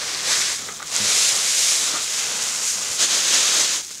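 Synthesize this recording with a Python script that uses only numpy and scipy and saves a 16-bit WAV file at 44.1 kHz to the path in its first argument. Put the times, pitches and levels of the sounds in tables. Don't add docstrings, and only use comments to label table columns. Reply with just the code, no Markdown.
import sys
import numpy as np
from scipy import signal
from scipy.fft import rfft, irfft
from scipy.io import wavfile

SR = 44100
rng = np.random.default_rng(int(sys.argv[2]) if len(sys.argv) > 2 else 0)


def to_wav(s):
    ch = np.atleast_2d(s).T
    pcm = np.round(np.clip(ch, -1, 1) * 32767)
    wavfile.write(sys.argv[1], SR, pcm.astype(np.int16))


N = 176400

# (time [s], treble hiss [dB], mid crunch [dB], low rustle [dB])
MOUND_SLIP = [(0, -29.5, -29, -37.5), (.22, -30.5, -30, -40.5), (.3, -21, -23.5, -32),
              (.34, -21, -20.5, -38.5), (.38, -21.5, -26, -34), (.43, -23, -24, -41), (.535, -25, -28, -39),
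              (.58, -31, -36.5, -53)]
TRICKLE = [(.58, -30, -34, -42), (.7, -35.5, -38, -44), (.76, -34.5, -42.5, -46.5),
           (.82, -40, -40.5, -46.5), (.87, -39.5, -39, -43)]
OFF_THE_BAG = [(.87, -31, -38, -52), (.9, -34, -35.5, -42), (.95, -23.5, -26, -35.5), (.98, -25, -26, -36),
               (1.14, -19, -23, -34), (1.29, -19, -22.5, -37), (1.35, -22.5, -26, -34),
               (1.52, -21, -24.5, -40.5), (1.63, -18.5, -23, -37.5), (1.8, -21.5, -26, -38),
               (1.95, -26, -26.5, -34.5), (2.06, -26, -30.5, -43.5)]
CAVE_IN = [(2.06, -27.5, -30.5, -44), (2.19, -24.5, -26.5, -40), (2.3, -27.5, -29, -37.5),
           (2.45, -24.5, -29, -38), (2.6, -26.5, -30.5, -39), (2.7, -21, -29.5, -45),
           (2.76, -26, -33, -40.5), (2.87, -28, -30.5, -40), (2.97, -24.5, -34, -41)]
POUR = [(2.97, -37, -31, -53), (3.0, -20, -23, -35), (3.03, -17.5, -20, -34.5), (3.085, -25.5, -27, -40),
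        (3.11, -21, -21.5, -35), (3.146, -19, -22, -32.5), (3.22, -23, -24.5, -38.5),
        (3.29, -21, -22.5, -36.5), (3.35, -17.5, -19.5, -32.5), (3.44, -20, -21, -35.5),
        (3.6, -19, -22, -33.5), (3.69, -24, -24.5, -40), (3.76, -23, -26, -38.5), (3.82, -33, -38.5, -50.5),
        (3.87, -35, -46, -77), (3.92, -34, -39.5, -61), (4, -35, -48, -80)]
# (frequency [Hz], relative gain [dB])
MOUND_SLIP_EQ = [(35, -47), (60, -16), (167, -10.5), (231, -15.5), (259, -12), (443, -7.5), (869, -8.5),
                 (1200, -4.5), (1350, -7), (1480, -3.5), (2150, -3.5), (2980, -5.5), (3500, -2), (5980, 0),
                 (7720, -3.5), (11200, -18), (15500, -35)]
TRICKLE_EQ = [(40, -24), (100, -8.5), (200, -5.5), (350, -10), (650, -9), (950, -11), (1250, -6.5),
              (1650, -8.5), (2100, -6), (2800, -11), (3500, -4.5), (4600, -7), (7000, -3), (9000, -14),
              (15500, -36)]
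OFF_THE_BAG_EQ = [(35, -59), (60, -32), (129, -25), (187, -24.5), (220, -23.5), (305, -23), (433, -19),
                  (559, -17), (869, -20), (976, -18.5), (1590, -10.5), (1740, -10), (2100, -6), (2910, -6),
                  (3930, -1.5), (4320, -3), (6870, 1), (10200, -11.5), (15500, -31.5)]
CAVE_IN_EQ = [(35, -52), (60, -37), (115, -20.5), (201, -17), (291, -20.5), (312, -21.5), (464, -13),
              (792, -16), (976, -14), (1590, -8.5), (1790, -11), (2050, -6), (2310, -9), (2590, -5.5),
              (2780, -7), (4630, -4.5), (6870, 1), (10200, -13), (15500, -31)]
POUR_EQ = [(35, -61), (60, -35), (167, -19), (242, -16), (475, -12), (521, -10.5), (810, -14), (976, -12),
           (1070, -11.5), (1550, -10.5), (2410, -10.5), (3500, -6), (5200, -5), (6410, -0.5), (7030, -2),
           (15500, -33.5)]
BAND_EDGES = [60, 1300, 5000, 16000]
FLOWS = [(MOUND_SLIP, MOUND_SLIP_EQ), (TRICKLE, TRICKLE_EQ), (OFF_THE_BAG, OFF_THE_BAG_EQ),
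         (CAVE_IN, CAVE_IN_EQ), (POUR, POUR_EQ)]
GRAINS_PER_S, FULL_FLOW_DB, CROWDING = 30000, -20, .7
CLUMP_HZ, CLUMP_DB, BAND_FLUTTER_DB = 48, .5, .12


def sand(flow, eq):
    t = np.arange(N) / SR
    times, hiss, crunch, rustle = np.transpose(flow)
    inside_s = np.minimum(t - times[0], times[-1] - t)
    crossfade = np.sqrt(np.clip(.5 + inside_s / .04, 0, 1))
    flow_power = amp(np.interp(t, times, hiss) - FULL_FLOW_DB) ** 2
    density = np.minimum(GRAINS_PER_S * flow_power ** CROWDING, SR)
    clumps_db = CLUMP_DB * wander(CLUMP_HZ)
    stream = np.zeros(N)
    for k, fader in enumerate([rustle, crunch, hiss]):
        clicks = impacts(density, spread_db=3) / np.sqrt(density)
        grains = coloured(clicks, eq, BAND_EDGES[k:k + 2])
        flutter_db = clumps_db + BAND_FLUTTER_DB * wander(CLUMP_HZ)
        stream += grains * amp(np.interp(t, times, fader) + flutter_db)
    return stream * crossfade


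GRIT_PER_S, GRIT_DB, GRIT_FOLLOW = 140, -27.5, .95


def grit():
    times, hiss = np.vstack([flow for flow, _ in FLOWS]).T[:2]
    flow_db = np.interp(np.arange(N) / SR, times, hiss) - FULL_FLOW_DB
    pitches_hz = np.geomspace(3200, 10000, 24)
    ticks = np.zeros(N)
    for hz in pitches_hz:
        bounces = impacts(GRIT_PER_S / len(pitches_hz), spread_db=2.5)
        ticks += signal.oaconvolve(bounces, pebble(hz))[:N]
    return amp(GRIT_DB + GRIT_FOLLOW * flow_db) * ticks


# (time [s], peak level [dB], pitch [Hz])
PEBBLES = [(.031, -19, 5500), (.1478, -12, 4400), (.723, -19, 6500), (.828, -17, 7000), (.957, -11, 4700),
           (.964, -4, 7150), (.966, -10, 7000), (1.365, -7, 7240), (1.478, -19, 6500)]
STRIKE_S, RING_CYCLES, TICK_TOP_HZ = .00008, 2.8, 11000


def pebble(hz):
    t = np.arange(256) / SR
    envelope = (1 - np.exp(-t / STRIKE_S)) * np.exp(-t * hz / RING_CYCLES)
    ring = envelope * np.sin(2 * np.pi * hz * t)
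    tick = signal.lfilter(*signal.butter(4, TICK_TOP_HZ, fs=SR), ring)
    return tick / abs(tick).max()


# (time [s], decay [s], level [dB], rasp over ring [dB], attack [s])
SCUFFS = [(0.686, .010, -27.5, 8, 0.0011), (0.693, 0.037, -36, -7, 0.0055), (0.8, .008, -30, -17, 0.00049),
          (0.816, 0.019, -31, -18, .008), (1.878, 0.078, -36, -5, .01), (1.924, 0.074, -30, -6, 0.019),
          (3.905, 0.0099, -38, 9, 0.0015)]
# (frequency [Hz], relative gain [dB])
RING_EQ = [(200, -30), (800, -3), (1030, -14), (1180, 6.5), (1400, 6), (1650, -10), (2100, -6), (3000, -36),
           (9000, -55)]
RASP_EQ = [(80, -29), (280, 5), (600, 1), (1000, -3), (2100, 4.5), (2800, -12), (3500, 0), (4600, -12),
           (9000, -26)]


def scuff(decay_s, db, rasp_db, attack_s):
    t = np.arange(SR // 4) / SR
    ring = coloured(rng.standard_normal(len(t)), RING_EQ)
    rasp = coloured(rng.standard_normal(len(t)), RASP_EQ)
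    envelope = np.minimum(t / attack_s, 1) * np.exp(-(t / decay_s) ** 2.2)
    return amp(db) * unit_rms(ring + amp(rasp_db) * rasp) * envelope


CREAK_START_S, CREAK_LENGTH_S, CREAK_DB, CREAK_FADE_DB = 1.0025, .068, -37.5, -8
SLIP_HZ, SLIP_JITTER, BAG_HZ, BAG_RING_S = 107.2, .086, 187, .0042


def cord_creak():
    t = np.arange(0, CREAK_LENGTH_S, 1 / SR)
    slip_hz = SLIP_HZ * (1 + SLIP_JITTER * wander(SLIP_HZ)[:len(t)])
    slip_count = np.floor(np.cumsum(slip_hz) / SR)
    slips = np.diff(slip_count, prepend=-1) * amp(CREAK_FADE_DB * t / CREAK_LENGTH_S)
    bag_ring = np.exp(-t / BAG_RING_S) * np.sin(2 * np.pi * BAG_HZ * t)
    creak = signal.fftconvolve(slips, bag_ring)
    creak = signal.lfilter(*signal.butter(2, 60, "high", fs=SR), creak)
    return amp(CREAK_DB) * creak / np.std(creak[:len(t)])


# (time [s], gain [dB], decay [s], pitch [Hz])
THUDS = [(0.323, -46, 0.029, 116), (2.889, -39, 0.033, 107)]
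# (frequency [multiple of the pitch], relative level [dB])
THUD_PARTIALS = [(.85, -5), (1.1, -12.5), (1.4, -19)]


def bag_thud(db, decay_s, hz, attack_s=.0042):
    t = np.arange(SR // 4) / SR
    body = sum(amp(partial_db) * np.sin(2 * np.pi * (hz * ratio * t + rng.random()))
               for ratio, partial_db in THUD_PARTIALS)
    return amp(db) * body * np.minimum(t / attack_s, 1) * np.exp(-t / decay_s)


# (frequency [Hz], relative gain [dB])
AIR_EQ = [(20, -23), (50, -8), (150, -7.5), (500, -10), (1000, -12.5), (6500, -7), (15000, -18.5)]


def air(db=-43.5):
    return amp(db) * coloured(rng.standard_normal(N), AIR_EQ)


def amp(db):
    return 10 ** (np.asarray(db) / 20)


def unit_rms(x):
    return x / np.sqrt(np.mean(x ** 2) + 1e-20)


def add(mix, start_s, sound):
    part = mix[round(start_s * SR):][:len(sound)]
    part += sound[:len(part)]


def coloured(x, eq, band=None):
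    hz = np.fft.rfftfreq(len(x), 1 / SR) + 1
    eq_hz, eq_db = np.transpose(eq)
    gain = amp(np.interp(np.log(hz), np.log(eq_hz), eq_db))
    if band is not None:
        gain /= np.sqrt((1 + (band[0] / hz) ** 10) * (1 + (hz / band[1]) ** 10))
    return unit_rms(irfft(rfft(x) * gain, len(x)))


def wander(rate_hz):
    hz = np.fft.rfftfreq(N, 1 / SR)
    return unit_rms(irfft(rfft(rng.standard_normal(N)) * np.exp(-(hz / rate_hz) ** 2), N))


def impacts(per_s, spread_db):
    size = amp(spread_db * np.minimum(rng.exponential(1, N), 4))
    return size * rng.choice([-1, 1], N) * (rng.random(N) < per_s / SR)


def scene():
    mix = sum(sand(flow, eq) for flow, eq in FLOWS) + grit() + air()
    add(mix, CREAK_START_S, cord_creak())
    for start_s, db, hz in PEBBLES:
        add(mix, start_s, amp(db) * pebble(hz))
    for start_s, *settings in SCUFFS:
        add(mix, start_s, scuff(*settings))
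    for start_s, *settings in THUDS:
        add(mix, start_s, bag_thud(*settings))
    return np.array([mix, mix])


def record(dry):
    high_cut = signal.firwin(511, 15750, window=("kaiser", 9), fs=SR)
    return signal.oaconvolve(dry, high_cut[None], "same")


dry = scene()
out = record(dry)
to_wav(out)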